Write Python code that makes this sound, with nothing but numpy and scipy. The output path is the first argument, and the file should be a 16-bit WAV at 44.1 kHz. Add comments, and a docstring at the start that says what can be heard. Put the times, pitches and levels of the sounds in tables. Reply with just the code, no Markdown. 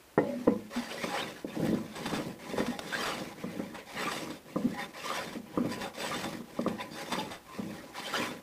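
"""A wooden hand plane is set down on a large tabletop and pulled across it eight times in a small workshop.
On each pull random fractures of the fibres excite block and blade, and the shaving hisses.
On the way back the block bumps on the boards as struck modes; the unloaded blade scrapes and rings.
Snags splinter, stick-slip chatter groans and squeaks, and the tabletop drums under it all.
The direct sound is close and mono, with a short, fainter answer from the room over quiet air."""
import sys
import numpy as np
from scipy import signal
from scipy.fft import rfft, irfft, next_fast_len
from scipy.io import wavfile
from scipy.ndimage import uniform_filter1d, map_coordinates

SR = 44100
rng = np.random.default_rng(int(sys.argv[2]) if len(sys.argv) > 2 else 0)


def waveform_to_disk(signal):
    """Save audio, clipped to [-1, 1], as 16-bit WAV at the path in sys.argv[1]."""
    frames = np.transpose(np.atleast_2d(signal))
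    scaled = np.clip(frames, -1, 1) * 32767
    samples = np.round(scaled).astype(np.int16)
    wavfile.write(sys.argv[1], SR, samples)


N = 371322

# All level columns are relative; the functions add the common offsets of each layer.
# modes of the tabletop: mode_hz [Hz], level_db [dB], t60_s [s]
TABLETOP_MODES = [(63.6, -39.5, 0.99), (109, -23, 0.25), (176.5, -5.5, 0.15), (207.2, -5.5, 0.21),
                  (233.3, 0, 0.19), (247, -5.5, 0.089), (316.5, 2, 0.093), (379, -6.5, 0.13),
                  (458, -7, 0.14), (500.6, 4, 0.098), (579, 0.5, 0.11), (679.5, -10, 0.17),
                  (728, -7, 0.077), (844, -3.5, 0.16), (1003, 5, 0.058), (1370, 6.5, 0.023),
                  (1856, 6.5, 0.064), (2016, -3, 0.085)]
# resonances of the steel blade: centre_hz [Hz], width_hz [Hz], level_db [dB]
BLADE_RESONANCES = [(1700, 39, 4.5), (3123, 41, -2), (3565, 59, 5), (4780, 71, 0.5), (5590, 120, -7),
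                    (6450, 55, -12), (7800, 58, -13), (7980, 82, -4)]
# spectrum of the hissing shaving: freq_hz [Hz], level_db [dB per Hz]
SHAVING_SPECTRUM = [(800, -62), (2000, -14), (3500, 1.5), (5400, 0.5), (6800, -3), (8300, -6),
                    (10500, -8.5), (15000, -15)]


def amp(db):
    """Decibels to gain."""
    return 10 ** (np.asarray(db) / 20)


def unit(x):
    """Scale to rms 1."""
    return x / np.sqrt(np.mean(x ** 2) + 1e-20)


def along(points, hz):
    """(Hz, value) points read on a log frequency axis."""
    point_hz, values = np.transpose(points)
    return np.interp(np.log(hz + 1), np.log(point_hz), values)


def add(track, start_s, x):
    """Mix x into track at a time, cut off at the end of the track."""
    room = track[max(round(start_s * SR), 0):][:len(x)]
    room += x[:len(room)]


def wobble(rate):
    """A smooth random curve through rate knots a second."""
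    knots = rng.standard_normal(int(N * rate / SR) + 4)
    return map_coordinates(knots, [np.arange(N) * rate / SR])


def filtered(x, response):
    """x times a response given as a function of frequency."""
    size = next_fast_len(N + SR // 2)
    hz = np.fft.rfftfreq(size, 1 / SR)
    return irfft(rfft(x, size) * response(hz), size)[:N]


def coloured(x, spectrum):
    """x shaped by a (Hz, dB) spectrum, at rms 1."""
    return unit(filtered(x, lambda hz: amp(along(spectrum, hz))))


def resonate(x, peaks):
    """x through parallel second-order resonances (Hz, width Hz, dB), at rms 1."""
    def response(hz):
        return sum(
            amp(db) * 1j * hz * width / (centre ** 2 - hz ** 2 + 1j * hz * width)
            for centre, width, db in peaks)
    return unit(filtered(x, response))


def fractures(rate, spread_db):
    """Tiny random impulses of uneven size, on average rate a second, at rms 1."""
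    breaks = rng.random(N) < rate / SR
    size = rng.standard_normal(N) * amp(spread_db * rng.standard_normal(N))
    return unit(breaks * size)


def patchy(x, depth_db):
    """The colour drifts as the plane meets different grain: random gains over time and frequency."""
    z = signal.stft(x, nperseg=512)[2]
    field = uniform_filter1d(rng.standard_normal(z.shape), size=4, axis=0)  # smooth over frequency
    field = uniform_filter1d(field, size=6, axis=1)  # and over time
    return unit(signal.istft(z * amp(depth_db * unit(field)), nperseg=512)[1][:N])


def quiet_air():
    """The steady air of the workshop: coloured noise."""
    # freq_hz [Hz], level_db [dB per Hz]
    air_spectrum = [(25, -14), (60, 8), (150, 0), (250, 6), (340, 7.5), (450, 2), (560, 4.5), (1200, -1),
                    (3000, -5), (6000, -10), (15000, -12)]
    return amp(-57.5) * coloured(rng.standard_normal(N), air_spectrum)


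def ring(modes, t, contact_s, scatter_db):
    """Struck modes decay as sines; a longer contact swells more slowly and leaves out the high ones."""
    hz, db, t60 = np.transpose(modes)[:, :, None]
    softening = np.exp(-(2.21 * hz * contact_s) ** 2)
    gain = amp(db + scatter_db * rng.standard_normal(hz.shape)) * softening
    sign = rng.choice([-1, 1], hz.shape)  # each mode starts up or down at random
    decay = np.exp(-np.log(1000) * t / t60)
    x = np.sum(sign * gain * np.sin(2 * np.pi * hz * t) * decay, axis=0)
    x = x * (1 - np.exp(-(t / (2.56 * contact_s)) ** 2))
    return x / np.sqrt(np.sum(gain ** 2)) / 2  # scaled by the summed power of the mode gains


def knocks():
    """Each bump rings the modes of tabletop and block, with a short dull thud of contact."""
    # bumps on the top: start_s [s], level_db [dB], contact_ms [ms], block_db [dB against the tabletop]
    bump_events = [(0.177, -19, 0.27, -26), (.185, -22, .25, -18), (0.469, -23.5, 0.68, -30),
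                   (0.475, -19.5, 0.39, -9.5), (1.039, -31, 0.44, 1.5), (1.4449, -32, 0.79, -39),
                   (1.598, -29, 0.8, -31), (1.686, -24.5, 2.9, -38), (1.725, -23.5, 1.15, -37),
                   (2.128, -28, 2.2, -20), (2.184, -30, 0.88, -13), (2.534, -29.5, 1.4, -30),
                   (2.58, -27, 0.23, -19), (2.602, -26, 0.079, -26), (3.437, -28, 1.45, -7),
                   (3.592, -29, 0.85, -30), (4.5573, -25, 0.84, -1), (5.353, -32.5, 0.98, -32),
                   (5.574, -23.5, .9, -0.5), (5.647, -28, 2.2, -13), (6.403, -41, 1.3, -4),
                   (6.588, -25.5, 0.91, -6), (6.662, -22, 0.9, -4), (7.175, -31, 1.6, -1),
                   (7.584, -29.5, 2.3, -19)]
    # modes of the wooden block: mode_hz [Hz], level_db [dB], t60_s [s]
    block_modes = [(1025, -8, 0.044), (1162, -7, 0.052), (1198, 6, 0.034), (1274, -36, 0.048)]
    thud_spectrum = [(40, -77), (110, -13.5), (200, 3.0), (500, 2.5), (1300, -28.5), (2500, -34), (8000, -68)]
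    out, t = np.zeros(N), np.arange(SR // 2) / SR
    thud_noise = coloured(rng.standard_normal(N), thud_spectrum)
    thud_envelope = amp(-12.0) * (np.exp(-t / 0.015) - np.exp(-t / 0.0011))
    for start_s, level_db, contact_ms, block_db in bump_events:
        top = ring(TABLETOP_MODES, t, contact_ms / 1000, scatter_db=1)
        block = ring(block_modes, t, contact_s=0.0008, scatter_db=1.5)
        thud = thud_envelope * thud_noise[round(start_s * SR):][:len(t)]
        add(out, start_s, amp(level_db + 9.5) * (top + amp(block_db) * block + thud))
    return out


def arch(length_s):
    """Speed of the hand over one movement: half a sine from rest to 1 and back to rest."""
    size = round(length_s * SR)
    return np.sin(np.pi * (np.arange(size) + 0.5) / size)


def stroke(length_s, hardest, law):
    """Gain over one stroke: it grows with the speed, while the hand leans in and eases off."""
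    power, start_db, end_db = law
    speed = arch(length_s)
    share = np.linspace(0, 1, len(speed))
    pressure_db = np.interp(share, [0, np.clip(hardest, 0.05, 0.95), 1], [-start_db, 0, -end_db])
    return speed ** power * amp(pressure_db)


def handwork():
    """The hand's movements as controls: gains of rasp, hiss and rumble, and how far the edge bites."""
    # cutting pulls, and the unloaded plane sliding forward again: start_s [s], length_s [s],
    # hardest [share of the stroke], rasp_db [dB], hiss_db [dB], rumble_db [dB]
    pulls = [(0.7, 0.74, .6, -42, -47.5, -43), (1.881, 0.48, 0.58, -43, -47.5, -33.5),
             (2.813, 0.53, 0.37, -39, -44, -37.5), (3.857, 0.54, 0.48, -41.5, -45, -38),
             (4.934, 0.47, .42, -39.5, -44.5, -40), (5.936, 0.49, 0.4, -41, -44.5, -35),
             (6.907, 0.42, 0.72, -43.5, -47.5, -37.5), (7.926, 0.48, 0.6, -39.5, -44.5, -40.5)]
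    returns = [(.18, 0.5, 0.14, -53, -59.5, -40), (1.47, 0.41, 0.45, -46.5, -53, -33),
               (2.39, 0.43, 0.65, -46, -51, -36), (3.35, 0.42, 0.12, -50.5, -58, -40),
               (4.45, 0.47, 0.75, -51.5, -56, -37), (5.46, .45, 0.31, -51.5, -62, -34.5),
               (6.44, 0.48, 0.33, -53, -58, -41), (7.455, 0.47, .55, -50.5, -56, -41.5)]
    # how the level follows a stroke: power of the speed, start_db [dB lighter], end_db [dB lighter]
    pull_law = (0.26, 6.5, 11.7)
    return_law = (0.15, 5.4, 5.4)
    # the rumble swells where the sole crosses the most uneven boards: hardest [share of the stroke], law
    pull_rumble = (0.8, (0.39, 9.4, 6.1))
    return_rumble = (0.45, (0.25, 11.2, 10.3))
    # the blade digs in for a moment, mostly around the turn into a pull:
    # start_s [s], length_s [s], rasp_db [dB], hiss_db [dB]
    drags = [(0.695, 0.18, -55.5, -56.5), (1.11, 0.14, -47.5, -59), (2.93, 0.073, -56, -75),
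             (3.729, 0.12, -49, -64), (3.936, 0.17, -46, -72), (4.77, 0.1, -44.5, -56),
             (5.684, 0.088, -50, -50.5), (5.761, 0.15, -45.5, -53), (5.972, 0.11, -48, -52),
             (6.09, 0.075, -48.5, -66), (6.674, 0.068, -59, -78), (6.775, 0.089, -46, -59),
             (6.92, .13, -54, -56.5), (7.942, 0.068, -49, -59)]

    rasp, hiss, rumble, cutting = np.zeros((4, N))
    movements = [(pulls, pull_law, pull_rumble), (returns, return_law, return_rumble)]
    for rows, law, boards in movements:
        for start_s, length_s, hardest, rasp_db, hiss_db, rumble_db in rows:
            effort = stroke(length_s, hardest, law)
            add(rasp, start_s, amp(rasp_db) * effort)
            add(hiss, start_s, amp(hiss_db) * effort)
            add(rumble, start_s, amp(rumble_db) * stroke(length_s, *boards))
    for start_s, length_s, *_ in pulls:
        add(cutting, start_s, np.minimum(1, 3.9 * arch(length_s)))  # bites once the plane is under way
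    for start_s, length_s, rasp_db, hiss_db in drags:
        swell = arch(length_s) ** 0.9  # a higher power makes a more pointed swell
        add(rasp, start_s, amp(rasp_db) * swell)
        add(hiss, start_s, amp(hiss_db) * swell)
    return rasp, hiss, rumble, cutting


def planing(rasp_gain, hiss_gain, bite):
    """Tearing fibres excite the block and the blade; a firm cut rips more brightly."""
    # tearing fibres: freq_hz [Hz], level_db [dB per Hz]
    tearing_spectrum = [(100, -50), (280, -4.5), (500, 6), (700, -0.5), (1300, -3.5), (2300, -3),
                        (3200, -12), (5000, -18.5), (10000, -61)]
    # a thick shaving ripping free: freq_hz [Hz], level_db [dB per Hz]
    ripping_spectrum = [(500, -38), (1000, 2), (1300, 4.5), (2000, -2.5), (3000, 0), (4500, -10),
                        (8000, -42)]
    # the sliding block: centre_hz [Hz], width_hz [Hz], level_db [dB]
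    block_resonances = [(564, 26, 8.5), (810, 49, 7), (1001.4, 25.6, 11.5), (1147, 11, 5), (1840, 167, 0.5),
                        (1990, 520, -14)]
    rip_db, rip_growth = 2, 1  # rip level in a firm cut, and how much faster than the rasp it grows

    # hard and soft grain passes under the edge
    judder_db = 0.5 * wobble(14) + 1.25 * wobble(40) + 1.05 * wobble(220)
    tearing = coloured(patchy(fractures(rate=7000, spread_db=0.5), depth_db=4.0), tearing_spectrum)
    block = resonate(patchy(fractures(rate=5000, spread_db=2.0), depth_db=5.0), block_resonances)
    shaving = coloured(patchy(fractures(rate=16000, spread_db=2.0), depth_db=2.0), SHAVING_SPECTRUM)
    steel = resonate(patchy(fractures(rate=11000, spread_db=1.5), depth_db=6.0), BLADE_RESONANCES)
    ripping = coloured(patchy(fractures(rate=9000, spread_db=1.5), depth_db=8.0), ripping_spectrum)

    flare = (hiss_gain / amp(-52.5)) ** 0.63  # the blade's ring grows faster than the hiss
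    rip = bite * amp(rip_db) * (rasp_gain / amp(-40)) ** rip_growth
    # in the cut the shaving hisses and the wood damps the tool; sliding back, block and blade ring more freely
    rasp = amp(2.0 + 1.0 * bite) * tearing + amp(0.7 - 2.0 * bite) * block + rip * ripping
    hiss = amp(0.53 * bite) * shaving + amp(-0.5 - 1.5 * bite) * flare * steel
    return amp(judder_db - 2.0) * (rasp_gain * rasp + hiss_gain * hiss)


def drumming(gain):
    """The sole rides over the uneven boards and sets the tabletop rumbling in lumps."""
    # freq_hz [Hz], level_db [dB per Hz]
    rumble_spectrum = [(25, -24), (55, -7), (90, -3), (170, 2), (240, 2.5), (330, 1), (550, -8), (800, -17),
                       (2000, -30)]
    lumps_db = 3.06 * wobble(24)
    # the low modes, widened by the weight of the plane
    boards = [(hz, 2.95 / t60, db) for hz, db, t60 in TABLETOP_MODES if hz < 700]
    rumble = coloured(resonate(fractures(rate=500, spread_db=2.5), boards), rumble_spectrum)
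    thumps = coloured(fractures(rate=900, spread_db=4.0), rumble_spectrum)
    return gain * amp(lumps_db) * (amp(-4) * rumble + amp(-12.0) * thumps)


def snags():
    """Short bursts of splintering sound in wood, blade and shaving; longer ones build more slowly."""
    # the edge snags on the grain: start_s [s], level_db [dB], length_s [s, time scale of rise and fall]
    snag_events = [(0.182, -50, .006), (0.751, -42.5, 0.033), (1.033, -40, 0.013), (1.647, -45, 0.032),
                   (1.952, -43.5, 0.029), (2.055, -37, 0.016), (2.128, -40, 0.054), (2.571, -41.5, 0.054),
                   (2.661, -40, 0.014), (2.7905, -32.5, 0.0054), (3.054, -37.5, 0.03), (3.743, -47, 0.023),
                   (4.113, -40, 0.018), (4.301, -45.5, 0.019), (5.326, -47, 0.014), (5.807, -41, 0.031),
                   (6.232, -38.5, 0.02), (6.328, -45, 0.012), (6.611, -45.5, 0.0083), (6.675, -43.5, 0.018),
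                   (7.117, -35, 0.028), (7.19, -49, 0.013), (7.301, -44, 0.056)]
    splinter_spectrum = [(200, 1.5), (700, 9), (2200, 1), (4300, -7.5), (7000, -47), (15000, -73)]
    force, t = np.zeros(N), np.arange(SR // 4) / SR
    for start_s, level_db, length_s in snag_events:
        burst = (1 - np.exp(-5 * t / length_s)) * np.exp(-(t / length_s) ** 2)
        add(force, start_s, amp(level_db) * burst)
    splinters = coloured(fractures(rate=14000, spread_db=6.0), splinter_spectrum)
    steel = resonate(fractures(rate=10000, spread_db=1.0), BLADE_RESONANCES)
    shaving = coloured(fractures(rate=16000, spread_db=3.0), SHAVING_SPECTRUM)
    return force * (amp(5.0) * splinters + amp(-2.5) * steel + amp(-6) * shaving)


def chatter():
    """The plane sticks and slips at a resonance, a wavering sine: the top groans, block and blade squeak."""
    # start_s [s], level_db [dB], length_s [s], pitch_hz [Hz, before the waver]
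    chatter_events = [(0.201, -35.5, 0.16, 571), (0.271, -30.5, 0.165, 244.2), (0.484, -24, 0.05, 222),
                      (0.761, -25.5, 0.046, 236), (0.785, -53, .18, 4690), (1.68, -24, 0.077, 216),
                      (2.681, -26, 0.03, 236), (4.065, -27.5, 0.036, 1185), (4.641, -24.5, 0.026, 239),
                      (4.801, -35, 0.032, 1857), (5.03, -39, 0.14, 1174), (5.1, -26.5, 0.019, 1190),
                      (5.351, -31.5, 0.049, 236.4), (5.579, -21, 0.049, 236), (5.83, -38, 0.063, 785),
                      (6.11, -32, 0.04, 1204), (6.798, -41, 0.023, 3590), (6.91, -50, 0.053, 4700),
                      (7.18, -30.5, 0.04, 861.6), (7.187, -32.5, 0.015, 3600), (7.465, -48, 0.1, 1050),
                      (8.156, -36, 0.1, 1030)]
    out = np.zeros(N)
    for start_s, level_db, length_s, pitch_hz in chatter_events:
        t = np.arange(round(length_s * SR)) / SR
        # pitch and strength of the slips change every few cycles
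        pitch_knots, strength_knots = rng.standard_normal((2, 100))
        position = [t * pitch_hz / 4]
        waver = map_coordinates(pitch_knots, position, mode="reflect")
        rough = map_coordinates(strength_knots, position, mode="reflect")
        phase = 2 * np.pi * np.cumsum(pitch_hz * (1 + 0.016 * waver)) / SR
        swell = np.sqrt(np.sin(np.pi * t / length_s))
        add(out, start_s, amp(level_db - 3.0 + 4.4 * rough) * swell * np.sin(phase))
    return out


def workshop(x):
    """The room's short answer: a decaying noise tail whose decay time depends on frequency."""
    # freq_hz [Hz], t60_s [s]
    room_decay = [(100, 0.53), (1000, 0.3), (4000, 0.035), (14000, 0.2)]
    hz, t, z = signal.stft(rng.standard_normal(SR // 2), SR, nperseg=256)
    decay_db = -60 * t / along(room_decay, hz)[:, None]
    tail = signal.istft(z * amp(decay_db), SR, nperseg=256)[1]
    delayed = np.pad(tail, (300, 0))  # samples before the room answers
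    return signal.fftconvolve(x, delayed / np.linalg.norm(tail))[:N]


def scene():
    """The plane at work, the room and its quiet air."""
    rasp, hiss, rumble, cutting = handwork()
    work = knocks() + planing(rasp, hiss, cutting) + drumming(rumble) + snags() + chatter()
    return (work + amp(-11.0) * workshop(work) + quiet_air())[None]


def record(dry):
    """The microphone signal keeps nothing above the band limit."""
    band_limit_hz = 15400
    return np.array([filtered(channel, lambda hz: hz < band_limit_hz) for channel in dry])


dry = scene()
out = record(dry)
waveform_to_disk(out)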